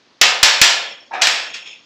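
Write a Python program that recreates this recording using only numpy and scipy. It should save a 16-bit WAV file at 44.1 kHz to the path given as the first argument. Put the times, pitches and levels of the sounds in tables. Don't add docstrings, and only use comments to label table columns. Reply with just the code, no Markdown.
import sys
import numpy as np
from scipy import signal
from scipy.fft import rfft, irfft
from scipy.io import wavfile
from scipy.ndimage import uniform_filter1d

SR = 44100
rng = np.random.default_rng(int(sys.argv[2]) if len(sys.argv) > 2 else 0)


def put_to_file(sound):
    columns = np.atleast_2d(sound).T
    safe = np.clip(columns, -1, 1)
    whole_steps = np.round(safe * 32767)
    wavfile.write(sys.argv[1], SR, whole_steps.astype(np.int16))


def voltage_ratio(decibels):
    exponent = np.asarray(decibels, float) / 20
    return 10 ** exponent


N = 81585
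GATE_DB, GATE_RANGE_DB = 9.5, 17


def evened(x):
    return x / np.sqrt(np.mean(x ** 2) + 1e-20)


def read(points, hz):
    f, value = np.transpose(points)
    return np.interp(np.log(hz + 1), np.log(f + 1), value)


def add(mix, s, sound):
    part = mix[round(s * SR):][:len(sound)]
    part += sound[:len(part)]


def coloured(points, size):
    spectrum = rfft(rng.standard_normal(size))
    return evened(irfft(spectrum * voltage_ratio(read(points, np.fft.rfftfreq(size, 1 / SR))), size))


def resonate(x, hz, width):
    turn = np.exp(2j * np.pi * np.cumsum(hz * np.ones(len(x))) / SR)
    r = np.exp(-np.pi * width / SR)
    smooth = signal.lfilter([(1 - r) ** 2], [1, -2 * r, r * r], x / turn + 1e-18)
    return 2 * (turn * smooth).real


def slips(size):
    per_s, spread_db = 5000, 2.5
    strength = voltage_ratio(spread_db * np.minimum(rng.exponential(1, size), 4))
    return evened(strength * rng.standard_normal(size) * (rng.random(size) < per_s / SR))


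def scrape():
    band = signal.butter(3, (338, 8000), "band", fs=SR, output="sos")
    return signal.sosfilt(band, slips(N))


def curve_gain(s, db):
    return voltage_ratio(np.interp(np.arange(N) / SR, s, db, left=-120, right=-120))


# frequency in Hz, level in dB.
AIR_SPECTRUM = [(30, -26), (250, -1), (650, -6), (1500, -8.5), (4500, -8), (6500, -17), (8200, -34.5),
                (12000, -52)]


def air():
    return voltage_ratio(-55.5) * coloured(AIR_SPECTRUM, N)


def clink():
    start_s, length_s, hz, width_hz, level_db = .095, .045, 1050, 450, -60
    from_middle = np.arange(N) / SR - start_s - length_s / 2
    swell = np.exp(-(from_middle / (length_s / 2)) ** 2)
    return voltage_ratio(level_db) * swell * evened(resonate(slips(N), hz, width_hz))


# frequency in Hz, level in dB.
PLATE_SPECTRUM = [(88, -62), (150, -28.5), (391, -20), (481, -15.5), (1020, -7.5), (1130, -11),
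                  (1740, -1.5), (5570, -3.5), (9000, -13.5), (11700, -60), (19800, -120)]
# frequency in Hz, t60 in seconds.
PLATE_T60 = [(200, 0.27), (700, 0.56), (1800, 0.22), (3500, 0.22), (5000, 0.16), (8000, 0.04)]
# frequency in Hz, level in dB, t60 in seconds.
STRONG_MODES = [(1820, -4.5, .2), (2066, -5.5, .2), (2380, -9.5, .2), (2920, -7, .2), (2700, -4.5, .2),
                (3400, -8, .2), (3350, -6, .2), (4054, -9, .2), (4400, -10.5, .2), (4840, -10.5, .2),
                (5970, -10, .15), (6990, -10, .15)]


def plate_modes():
    dense = np.linspace(200, 8200, num=700) + rng.uniform(-4.5, 4.72, size=700)
    strong, strong_db, strong_t60 = np.transpose(STRONG_MODES)
    level_db = np.r_[read(PLATE_SPECTRUM, dense), read(PLATE_SPECTRUM, strong) + strong_db - 3.5]
    dense_t60 = read(PLATE_T60, dense) * np.exp(0.05 * rng.standard_normal(len(dense)))
    return np.r_[dense, strong], level_db, np.r_[dense_t60, strong_t60]


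def chatter(t, level_db, t60):
    push = slips(len(t)) * voltage_ratio(-60 * (t / t60) ** 1.85)
    push *= voltage_ratio(level_db + 3.5) / np.linalg.norm(push)
    push[0] += 1
    return push


# frequency in Hz, level in dB.
CRACK_SPECTRUM = [(40, -48), (360, -55), (800, -13.5), (1500, -6), (2600, 1.5), (6300, -1.5), (7600, -13),
                  (16000, -54.5)]


def crack(t, tilt_db):
    return coloured(CRACK_SPECTRUM, len(t)) * voltage_ratio(0.5 + 5.6 * tilt_db - 60 * t / 0.018)


# frequency in Hz, level in dB.
SIZZLE_SPECTRUM = [(4410, -21), (7500, 6.5), (8460, -10), (9820, -12), (14700, -20.5), (16000, -51.5)]


def sizzle(t, tilt_db):
    return coloured(SIZZLE_SPECTRUM, len(t)) * voltage_ratio(-19 + 3 * tilt_db - 60 * t / 0.27)


def thud(t, tilt_db):
    u = t / 0.00089
    return voltage_ratio(-26.5 + 2.3 * tilt_db) * np.e * u * (1 - u / 2) * np.exp(-u)


# frequency in Hz, width in Hz, level in dB.
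FLANGE = [(554, 220, -2.5), (2300, 1200, -5), (3294, 230, 2), (4120, 530, -16.5), (5370, 96, -1),
          (6660, 280, -11)]


def flange(linger):
    drive = linger * slips(N)
    out = np.zeros(N)
    for hz, width, db in FLANGE:
        out += voltage_ratio(db) * resonate(drive, hz, width) * np.sqrt(SR / width / 4) / 2
    return out


# start in seconds, strength in dB, brightness in dB per octave, chatter in dB, chatter t60 in seconds.
BLOWS = [
    (.2131, 2, .5, -4.5, 0.2),
    (.4293, 5, 1, -7, 0.28),
    (0.6144, 5, 1.5, -5.5, 0.23),
    (1.2138, -18.5, -0.5, -11.5, 0.14),
    (1.2184, -8.5, 1, -9, 0.037),
    (1.2202, -8, 1, -6, 0.24),
    (1.2325, -9, 0.5, -13, .11),
    (1.2701, -7, 1, -8, 0.32),
]
# start in seconds, strength in dB, brightness in dB per octave, chatter in dB, chatter t60 in seconds.
TAPS = [
    (1.1331, -34.5, -2, -5, .1),
    (1.5385, -33.5, 0, 0.5, 0.076),
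    (1.5587, -42, 1, 2.5, .09),
    (1.6605, -40.5, -1, -13.5, 0.098),
]


def sheet():
    linger_db, linger_t60, linger_rise_s = -21, 0.91, .12
    rise_s, scatter_db = 0.0011, -1
    t = np.arange(SR * 3 // 5) / SR
    hz, level_db, t60 = plate_modes()
    pole = 2j * np.pi * hz - np.log(1000) / t60
    coarse, fine = np.exp(np.outer(t[::180], pole)), np.exp(np.outer(pole, t[:180]))
    out, linger = np.zeros(N), np.zeros(N)
    for s, strength_db, tilt_db, chatter_db, chatter_t60 in BLOWS + TAPS:
        scatter = scatter_db * rng.standard_normal(len(hz))
        share = voltage_ratio(level_db + tilt_db * np.log2(hz / 2500) + scatter)
        sign = rng.choice([-1., 1.], len(hz))
        ring = (coarse * share * sign @ fine).imag.ravel()
        push = chatter(t, chatter_db, chatter_t60)
        sound = signal.fftconvolve(push, ring / np.std(ring[:2000]))[:len(t)] / 2
        sound += crack(t, tilt_db) + sizzle(t, tilt_db) + thud(t, tilt_db)
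        add(out, s, voltage_ratio(strength_db) * np.minimum(t / rise_s, 1) ** 2 * sound)
        fade = voltage_ratio(strength_db + linger_db - 60 * t / linger_t60)
        add(linger, s, fade * (1 - np.exp(-t / linger_rise_s)))
    return out + flange(linger)


# frequency in Hz, t60 in seconds.
SHOP_T60 = [(150, 0.45), (700, 0.46), (2500, 0.57), (6000, 0.39), (12000, 0.3)]


def shop(x):
    taps = np.zeros(SR)
    at = np.arange(300, SR - 20, 20)
    taps[at + rng.integers(0, 20, at.shape)] = rng.choice([-1., 1.], at.shape)
    hz, t, z = signal.stft(taps, SR, nperseg=256)
    tail = signal.istft(z * voltage_ratio(-60 * t / read(SHOP_T60, hz)[:, None]), SR, nperseg=256)[1]
    return voltage_ratio(-7) * signal.fftconvolve(x, tail / np.linalg.norm(tail))[:N]


# time in seconds, level in dB, brightness in dB per octave.
DRAG = [(1.108, -54, -5), (1.112, -31, -2), (1.131, -27, 0), (1.136, -22, -0.5), (1.161, -23, 2),
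        (1.208, -27.5, 3.5), (1.23, -20, -2)]
# frequency in Hz, width in Hz, level in dB.
PANEL = [(743, 242, -0.5), (1347, 410, -8.5), (1621, 370, -5.5), (2390, 440, -8.5), (3600, 800, -16),
         (5300, 770, -25)]


def drag():
    bend, bend_s, flexed_s = .22, .006, 0.034
    s, db, tilt_db = np.transpose(DRAG)
    t = np.arange(N) / SR
    tilt_db, drive = np.interp(t, s, tilt_db), scrape()
    sharpened = 1 + bend * np.clip((s[0] + flexed_s - t) / bend_s, 0, 1)
    out = np.zeros(N)
    for k, (hz, width, level_db) in enumerate(PANEL):
        tone = evened(resonate(drive, hz * (sharpened if k == 0 else 1), width))
        out += voltage_ratio(level_db + tilt_db * np.log2(hz / 800)) * tone
    return curve_gain(s, db - 3) * out


# time in seconds, level in dB.
RATTLE = [(1.5, -37), (1.532, -40.5), (1.543, -29.5), (1.6, -45), (1.65, -42), (1.665, -36.5),
          (1.73, -38.5), (1.78, -49), (1.85, -52.5)]
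# frequency in Hz, width in Hz, level in dB.
LOOSE = [(2700, 660, 6.5), (3230, 710, 6.5), (5306, 200, -1.5), (6610, 550, -5), (8200, 950, -30),
         (1400, 400, -22.5)]


def rattle():
    s, db = np.transpose(RATTLE)
    drive = scrape()
    out = np.zeros(N)
    for hz, width, level_db in LOOSE:
        out += voltage_ratio(level_db) * evened(resonate(drive, hz, width))
    return curve_gain(s, db + 1) * evened(out)


def scene():
    metal = sheet() + drag() + rattle()
    quiet = voltage_ratio(GATE_DB) * (air() + clink())
    mono = metal + shop(metal) + quiet
    return np.array([mono, mono])


def gate(x):
    z = signal.stft(x, nperseg=256)[2]
    power = uniform_filter1d(abs(z) ** 2, size=5, axis=0)
    power = uniform_filter1d(power, size=5, axis=1, origin=2)
    power_db = 10 * np.log10(abs(power) + 1e-16)
    over_db = power_db - np.percentile(power_db, q=10, axis=1)[:, None]
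    cut_db = GATE_DB * np.clip(1 - over_db / GATE_RANGE_DB, 0, 1)
    return signal.istft(z * voltage_ratio(-cut_db), nperseg=256)[1][:N]


def squeeze(x):
    limit_db, share, recover_db_per_s = -16, 0.35, 67.5
    power_db = 10 * np.log10(abs(uniform_filter1d(x ** 2, size=200, origin=99)) + 1e-12)
    fall = np.arange(N) * recover_db_per_s / SR
    held_db = np.maximum.accumulate(power_db + fall) - fall
    over_db = np.maximum(held_db - limit_db, 0)
    return x / voltage_ratio(share * uniform_filter1d(over_db, size=300, origin=149))


def roll_off(x):
    return signal.sosfilt(signal.butter(12, 16340, fs=SR, output="sos"), x)


def record(dry):
    low_cut = signal.butter(2, 40, "high", fs=SR, output="sos")
    heard = gate(signal.sosfilt(low_cut, dry[0]))
    mid = np.clip(squeeze(heard), -1, 1)
    top_cut = signal.firwin(127, 15100, fs=SR)
    mid = np.clip(signal.oaconvolve(mid, top_cut, "same"), -1, 1)
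    return roll_off(np.array([mid, mid]))


dry = scene()
out = record(dry)
put_to_file(out)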